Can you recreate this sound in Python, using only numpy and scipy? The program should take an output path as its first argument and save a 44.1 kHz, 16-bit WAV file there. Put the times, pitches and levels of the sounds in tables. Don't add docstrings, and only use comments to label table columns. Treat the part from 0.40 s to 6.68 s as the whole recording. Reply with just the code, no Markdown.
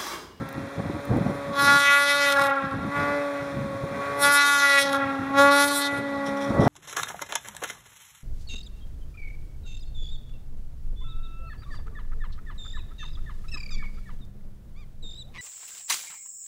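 import sys
import numpy as np
from scipy import signal
from scipy.fft import rfft, irfft, next_fast_len
from scipy.io import wavfile
from scipy.ndimage import uniform_filter1d

SR = 44100
rng = np.random.default_rng(int(sys.argv[2]) if len(sys.argv) > 2 else 0)


def unload_audio(sound):
    columns = np.transpose(np.atleast_2d(sound))
    steps = np.round(np.clip(columns, -1, 1) * 32767)
    wavfile.write(sys.argv[1], SR, steps.astype(np.int16))


def field_ratio(decibels):
    return 10 ** (np.asarray(decibels, dtype=float) / 20)


N = 276941

# time in seconds, load in dB.
TRACK_LOAD = [(0, -1), (1.1, 3), (1.5, -4), (2.4, -3), (2.6, 6), (3, 2.5), (3.4, 0.3), (3.7, 5.5),
              (4.2, -1.5), (5.3, 1.5), (5.6, 0.2), (6.28, 4)]


def evened(x):
    return x / np.sqrt(np.mean(x ** 2) + 1e-20)


def steadied(x):
    power = uniform_filter1d(uniform_filter1d(x ** 2, 3000), 3000)
    return x / np.sqrt(abs(power) + 1e-12)


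def read(points, hz):
    f, value = np.transpose(points)
    return np.interp(np.log(hz + 1), np.log(f + 1), value)


def columns(rows):
    s, *values = np.transpose(rows)
    return [np.interp(np.arange(N) / SR, s, v) for v in values]


def peaks(rows, db, rise, fall, sag=0):
    step = 64
    t = np.arange(0, N + step, step)[:, None] / SR
    start, length = np.transpose(rows)[:2]
    before = rise * np.maximum(start - t, 0)
    after = fall * np.maximum(t - start - length, 0)
    each = db - before - after - sag * np.clip(t - start, 0, length)
    return np.interp(np.arange(N) / SR, t[:, 0], each.max(1))


def shaped(x, gain):
    size = next_fast_len(N + 8192)
    return irfft(rfft(x, size) * gain(np.fft.rfftfreq(size, 1 / SR)), size)[:N]


def coloured(points):
    return shaped(rng.standard_normal(N), lambda f: field_ratio(read(points, f)))


def causal(points):
    log_gain = np.log(field_ratio(read(points, abs(np.fft.fftfreq(4096, 1 / SR)))))
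    return np.fft.ifft(np.exp(np.conj(signal.hilbert(log_gain)))).real[:2048]


def drift(hz, count=1):
    step = 64
    size = N // step + 2
    z = rfft(rng.standard_normal((count, size)))
    slow = irfft(z / (1 + (np.fft.rfftfreq(size, step / SR) / hz) ** 2), size)
    return np.array([np.interp(np.arange(N), np.arange(size) * step, evened(v)) for v in slow])


def add(mix, s, sound):
    part = mix[round(s * SR):][:len(sound)]
    part += sound[:len(part)]


def engine():
    # time in seconds, firing rate in Hz.
    speed = [(0, 268.9), (.58, 282.9), (1.14, 280.5), (1.31, 283), (1.45, 283), (1.78, 285.3),
             (2.33, 269.3), (2.55, 285.6), (2.76, 287.3), (3.34, 274.9), (3.92, 286), (4.1, 285.3),
             (4.36, 279.7), (4.85, 270.8), (5.02, 281.2), (5.28, 285.5), (5.88, 277.7), (6.28, 280.6)]
    # time in seconds, share 0-1.
    unsteadiness = [(0, .7), (1.1, .6), (1.25, .05), (1.75, .08), (1.98, .75), (2.45, .9), (2.55, .15), (3, .3),
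                    (3.5, .5), (3.8, .05), (4.35, .08), (4.5, .8), (4.9, .8), (5, .05), (5.5, .1), (6.28, .2)]
    turns = np.cumsum(columns(speed)[0]) / SR
    burble = columns(unsteadiness)[0]
    scatter = drift(4.7, count=14)
    beating = .6 * burble * drift(32, count=16)
    sputter = field_ratio((.7 + 5 * burble ** 2) * drift(130)[0])
    band_levels_db, fourth_db, seventh_db, hum_levels_db = order_levels()
    bark = exhaust(turns, burble, scatter, beating, sputter, band_levels_db, fourth_db, seventh_db)
    hum = shell_hum(turns, beating, hum_levels_db)
    return bark, hum + crank(turns, scatter)


def exhaust(turns, burble, scatter, beating, sputter, band_levels_db, fourth_db, seventh_db):
    # frequency in Hz, level in dB.
    open_outlet = [(200, -25.5), (1100, 10.5), (1420, 7.5), (1700, -0.5), (2270, -6), (2550, -3.5),
                   (3700, -2), (4500, -8.5), (5400, -10), (8050, -27), (9600, -31), (10900, -22),
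                   (15600, -46.5)]
    firing = np.round(turns).astype(int)
    uneven, late = rng.standard_normal((firing[-1] + 1, 2)).T
    strength = 1 + .05 * uneven[firing] + .04 * (-1.) ** firing
    jittered = turns + .002 * late[firing] + .004 * drift(30)[0]
    orders = firing_orders(jittered, burble, scatter, beating, sputter)
    pulses = sum(orders[k] for k in orders if k not in (4, 7))
    colour = causal(open_outlet)
    outlet = signal.oaconvolve(-strength * evened(pulses) + gas_jet(turns, sputter), colour)[:N]
    bark = sum(field_ratio(db) * steadied(band) for db, band in zip(band_levels_db, outlet_bands(outlet)))
    for k, db in (4, fourth_db), (7, seventh_db):
        bark += field_ratio(db) * steadied(signal.oaconvolve(-strength * orders[k], colour)[:N])
    return bark


def firing_orders(jittered, burble, scatter, beating, sputter):
    orders = {}
    for k in range(4, 55):
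        beats = (1 + beating[k - 2]) / np.sqrt(1 + burble ** 2) if k < 10 else sputter
        wave = np.cos(2 * np.pi * k * jittered + beating[min(k + 6, 15)]) * beats
        waver_db = min(.08 * k, 1.7) * scatter[min(k, 5 + k // 7)]
        orders[k] = wave * field_ratio(waver_db)
    return orders


def gas_jet(turns, sputter):
    puff = np.exp(-(turns % 1) / .5) * rng.standard_normal(N) * sputter
    return .5 * shaped(puff, lambda f: 1 / np.sqrt(1 + (4000 / (f + 1)) ** 2))


def outlet_bands(outlet):
    # delay in ms, drift of the delay in ms, level in dB.
    bounces = [(.2, .07, -11), (.6, .12, -12), (1.8, .1, -10), (2.7, .3, -12)]

    def below(x, edge_hz):
        return shaped(x, lambda f: 1 / (1 + (f / edge_hz) ** 16))

    bright = outlet.copy()
    for (ms, drift_ms, db), sway in zip(bounces, drift(2.4, count=4)):
        delay = abs(ms + drift_ms * sway) * SR / 1000
        bright += field_ratio(db) * np.interp(np.arange(N) - delay, np.arange(N), outlet)
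    low, mid, high = below(outlet, 1900), below(outlet, 2900), below(bright, 7850)
    return low, mid - low, high - below(bright, 2900), bright - high


def shell_hum(turns, beating, levels_db):
    lagged = turns - 0.1
    hum = sum(field_ratio(db) * np.sin(2 * np.pi * (k + 1) * lagged + 0.59 * k * beating[k])
              for k, db in enumerate(levels_db))
    return np.sqrt(2) * hum


def crank(turns, scatter):
    half = sum(np.cos(np.pi * k * turns + k * k) * field_ratio(2.1 * scatter[k // 2]) / k ** 0.34
               for k in range(3, 18, 2))
    return field_ratio(-51 + 2.3 * columns(TRACK_LOAD)[0]) * evened(half)


def order_levels():
    # time in seconds, level in dB, lean towards the second order in dB.
    shell = [(0, -48, 1), (.9, -44.5, 4.5), (1.14, -42.5, 7), (1.3, -33.5, -1.5), (1.45, -49, 12.5),
             (2.04, -39, 11.5), (2.4, -40, -7), (2.76, -35.5, 6.5), (3.1, -41.5, 4), (3.75, -45.5, 9.5),
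             (3.86, -38.5, 9.5), (4.07, -43, -6.5), (4.35, -43.5, 13.5), (4.56, -33, 2), (4.9, -34, -15),
             (5, -26.5, 8), (5.4, -35, -4), (6.28, -34, 3)]
    # start in seconds, length in seconds, level in dB.
    rings = [
        [(1.27, 0.047, -36), (1.98, 0.14, -30.5), (3.85, 0.026, -29.5), (4.05, 0.063, -37), (4.47, .1, -35.5), (4.99, 0.07, -26), (5.12, .1, -28.5), (5.75, .3, -39.5)],
        [(1.2, 0.058, -26), (2.02, 0.02, -25.5), (2.55, 0.15, -32), (3.6, 0.2, -35.5), (3.85, 0.049, -26), (5, 0.11, -22)],
        [(1.42, 0.22, -27.5), (2.55, 0.24, -38.5), (3.85, 0.068, -29), (4.25, .12, -22), (5.42, .14, -34.5), (5.6, .3, -41), (5.95, .15, -44), (6.18, .1, -38.5)],
    ]
    shell_db, lean_db = columns(shell)
    bands_db = outlet_levels(shell_db)
    bark_db, whine_db = bands_db[:2]
    ring_db = [peaks(rows, np.transpose(rows)[2], 167, 167) for rows in rings]
    second_db = shell_db + lean_db
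    third_db = np.maximum(.6 * bark_db + 0.62 * shell_db + 3.1, ring_db[0])
    fourth_db = np.maximum(bark_db - 6.5, second_db - 8.5)
    fourth_db = np.maximum(fourth_db, ring_db[1])
    seventh_db = np.maximum(whine_db + 2.5, ring_db[2])
    return bands_db, fourth_db, seventh_db, (shell_db, second_db, third_db)


def outlet_levels(shell_db):
    # start in seconds, length in seconds, bark in dB,
    # snow cover in dB, pipe aim in dB.
    openings = [(0, 0.35, -44.5, 18, 2), (1.193, 0.093, -23.5, 6, -8), (1.279, 0.099, -17.5, 11.5, -5),
                (1.402, .5, -23, 6, -2), (1.506, 0.08, -21.5, 6, -2), (1.871, 0.053, -26.5, 2, -6),
                (1.959, .11, -23.5, 13.5, -5), (2.11, 0.44, -26.5, 33, 2), (2.566, 0.21, -30.5, 19.5, 1.5),
                (2.771, .35, -41, 15.5, 2.5), (3.624, .16, -42, 14, 2), (3.84, 0.26, -21.5, 6, -6),
                (4.087, .08, -22, 7, -5), (4.177, 0.2, -24.5, 5, -3.5), (4.226, 0.028, -21.5, 11.5, -0.5),
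                (4.33, .05, -24.5, 8, 4.5), (4.388, 0.035, -35, -11.5, -4.5), (4.46, 0.07, -34, 1.5, -6.5),
                (4.534, .025, -27, 12, -7), (4.603, 0.44, -29.5, 30, 8.5), (4.989, .1, -19, 14, -0.5),
                (5.122, 0.12, -22.5, 6.5, -8.5), (5.279, .19, -33.5, -1.5, -10),
                (5.496, 0.086, -35, 11.5, -1.5)]
    # start in seconds, length in seconds, sizzle in dB.
    jets = [(1.25, .02, -33.5), (1.389, 0.015, -35.5), (1.75, 0.028, -33.5), (1.888, .02, -37.5),
            (3.825, 0.047, -25.5), (3.923, 0.039, -28.5), (4.165, 0.025, -34), (4.385, .03, -42),
            (5.2, 0.076, -33), (5.314, 0.07, -32)]
    clear, bury, shut, tail = 418, 219, 520, 120
    strength, cover, aim = np.transpose(openings)[2:]
    sag = 1.67 * cover

    def opened(db, sag, fall=bury):
        return peaks(openings, db, clear, fall, sag)

    bark = np.maximum(opened(strength, sag), shell_db - 12)
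    whine = np.maximum(opened(strength - .7 * cover + aim, sag / 2), -58.5)
    crack = np.maximum(opened(strength - cover, 0, shut), -60)
    crack = np.maximum(crack, opened(strength - cover - 11, 0, tail))
    sizzle = -30 + 1.06 * (crack + 30) - 9
    sizzle = np.maximum(sizzle, peaks(jets, np.transpose(jets)[2], shut, bury))
    wander_db = np.c_[[0.65, 3, 1.5, 3]]
    return np.array([bark, whine, crack, sizzle]) + wander_db * drift(7.9, count=4)


def trees(x):
    # delay in seconds, level in dB.
    echoes = [
        (.12, -31),
        (0.211, -14),
        (.33, -19.5),
    ]
    taps = np.zeros(SR)
    for s, db in echoes:
        smear = rng.standard_normal(300) * np.hanning(300) / np.sqrt(112)
        add(taps, s, field_ratio(db) * smear)
    t = np.arange(SR) / SR
    taps += field_ratio(-53.5 - 60 * t / 4.2) * rng.standard_normal(SR) * (t > .05)
    return shaped(signal.oaconvolve(x, taps)[:N], lambda f: 1 / (1 + (f / 2500) ** 2))


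def wind():
    # frequency in Hz, level in dB per Hz.
    rumble_tone = [(12, -60), (25, -30), (50, -10), (118, 0), (230, -4.5), (340, -9), (600, -90)]
    # frequency in Hz, level in dB per Hz.
    flutter_tone = [(150, -9), (280, -8), (500, -1.5), (900, -11), (1600, -15), (3000, -30.5)]
    # start in seconds, length in seconds, rumble in dB, flutter over rumble in dB.
    gusts = [(0, .012, -32.5, -5), (0.178, 0.047, -34.5, -6), (0.402, 0.16, -31, -5.5),
             (0.715, 0.019, -23, 0), (.762, .015, -26.5, -3), (0.797, 0.029, -26, -4),
             (0.852, 0.03, -25.5, -2.5), (1.067, 0.029, -36, -18.5), (1.202, 0.16, -33.5, 1),
             (1.75, .22, -49.5, -9), (2.004, 0.025, -34.5, -18), (2.24, 0.043, -38, -14),
             (2.35, 0.023, -30, -7), (2.446, 0.013, -30.5, -5.5), (2.582, 0.11, -36.5, -6),
             (2.72, 0.11, -44, -3), (2.951, 0.18, -45, -1), (3.154, 0.12, -31.5, -11),
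             (3.25, 0.12, -38, -3), (3.44, .02, -34.5, -9), (3.538, 0.028, -35.5, -9),
             (3.67, 0.24, -42.5, .6), (4.435, .3, -42.5, -16), (4.8, 0.019, -37, -20), (4.879, .2, -41, 2),
             (5.531, 0.12, -42.5, 6), (5.729, .19, -44.5, 3.5), (6.102, 0.054, -28, -1),
             (6.196, 0.027, -20, 5.5), (6.27, .02, -20, 12)]
    rise, fall, wake = 320, 210, 45
    force, flap = np.transpose(gusts)[2:]
    rumble_db = np.maximum(peaks(gusts, force, rise, fall), -54.5)
    rumble_db = np.maximum(rumble_db, peaks(gusts, force - 14, 2 * wake, wake))
    flutter_db = np.maximum(peaks(gusts, force + flap, rise, fall), -57) - rumble_db
    lumps = np.clip(drift(24)[0], -2, 1.5)
    rumble = evened(coloured(rumble_tone) * field_ratio(3.5 * lumps))
    flutter = evened(coloured(flutter_tone) * field_ratio(5.5 * lumps))
    out = field_ratio(rumble_db) * (rumble + field_ratio(flutter_db - 3.5) * flutter)
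    out = .45 * np.tanh(out / .45)
    eddies(out)
    return shaped(out, lambda f: 1 / (1 + (45 / (f + 1)) ** 2) / (1 + (f / 1500) ** 4))


def eddies(out):
    # time in seconds, peak in dB, frequency in Hz.
    pops = [(0.18, -12, 250), (0.38, -14, 138), (0.498, -11, 315), (0.713, -3, 131), (0.764, -3.5, 256),
            (0.863, -3.5, 215), (2.369, -23, 191.1), (3.437, -11, 134.5), (6.174, -23, 127.5),
            (6.196, 3, 179), (6.268, -8, 198)]
    for s, db, hz in pops:
        cycles = np.arange(0, 2.5, hz / SR)
        slap = np.tanh(3 * np.sin(2 * np.pi * cycles ** 1.1)) * np.exp(-cycles / 1.1)
        add(out, s, -field_ratio(db - 9) * slap)


def drive():
    # time in seconds, frequency in Hz, level in dB.
    hum = [(5.55, 223.7, -79), (5.56, 229, -35), (5.722, 221, -46), (5.976, 207.9, -42), (6.1, 211, -44.5)]
    hz, db = columns(hum)
    near = np.clip((np.arange(N) / SR - hum[0][0]) / 0.19, 0, 1)
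    return near * np.sqrt(2) * field_ratio(db) * np.sin(2 * np.pi * np.cumsum(hz) / SR)


def spray():
    # start in seconds, length in seconds, level in dB.
    landings = [(5.861, 0.015, -37), (5.97, 0.011, -47), (6.008, .04, -42.5), (6.06, .045, -49),
                (6.205, 0.088, -41)]
    # frequency in Hz, level in dB per Hz.
    powder = [(2000, -25), (3000, 6), (3600, 5.5), (4500, -14), (5500, 2), (6500, -14), (11000, -14),
              (15700, -33)]
    grains = rng.standard_normal(N) * field_ratio(1.91 * drift(121.5)[0])
    hiss = shaped(grains, lambda f: field_ratio(read(powder, f)))
    return field_ratio(peaks(landings, np.transpose(landings)[2], 2200, 500)) * evened(hiss)


def ticks():
    # time in seconds, peak in dB.
    taps = [(0.0887, -40.5), (0.1271, -45), (0.6529, -44), (0.7694, -49)]
    out, t = np.zeros(N), np.arange(200) / SR
    for s, db in taps:
        add(out, s, field_ratio(db) * np.diff(rng.standard_normal(201)) * np.exp(-t / 0.0038))
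    return out


def roar():
    # frequency in Hz, level in dB per Hz.
    roar_tone = [(200, -16), (500, 5), (850, 4), (1400, 3), (1950, 0), (2600, -5), (3500, -7),
                 (6000, -18.5), (10700, -21.5), (12700, -27), (15600, -32)]
    return field_ratio(-44 + 0.22 * drift(9)[0]) * evened(coloured(roar_tone))


def whirr():
    gate = np.exp(1.2 * np.cos(2 * np.pi * 29.6 * np.arange(N) / SR))
    band = shaped(rng.standard_normal(N), lambda f: 1 / (1 + ((f - 12700) / 400) ** 2))
    return field_ratio(-75) * evened(gate * band)


def ducking(loud):
    power_db = 10 * np.log10(abs(uniform_filter1d(loud ** 2, 2000)) + 1e-12)
    recovery_db = np.arange(N) * 8.9 / SR
    held_db = np.maximum.accumulate(power_db + recovery_db) - recovery_db
    over_db = np.maximum(held_db + 19.5, 0)
    return field_ratio(-.7 * uniform_filter1d(over_db, 2000))


def scene():
    bark, hum = engine()
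    loud = bark + trees(bark) + hum + wind()
    background = field_ratio(columns(TRACK_LOAD)[0]) * roar() + whirr()
    return (loud + drive() + spray() + ticks() + ducking(loud) * background)[None]


def top_cut(x):
    return signal.sosfilt(signal.butter(12, 15730, fs=SR, output="sos"), x)


def record(dry):
    # frequency in Hz, width in Hz, depth 0-1.
    notches = [(2930, 850, .9), (4750, 600, .55), (7850, 400, .6), (11680, 1400, .95)]
    for hz, width, depth in notches:
        pole, turn = np.exp(-np.pi * width / SR), 2 * np.cos(2 * np.pi * hz / SR)
        zero = pole ** (1 - np.clip(depth, 0, 1))
        dry = signal.lfilter([1, -zero * turn, zero ** 2], [1, -pole * turn, pole ** 2], dry)
    mix = signal.oaconvolve(dry, signal.firwin(401, 15650, fs=SR)[None], "same")
    return top_cut(mix)


dry = scene()
out = record(dry)
unload_audio(out)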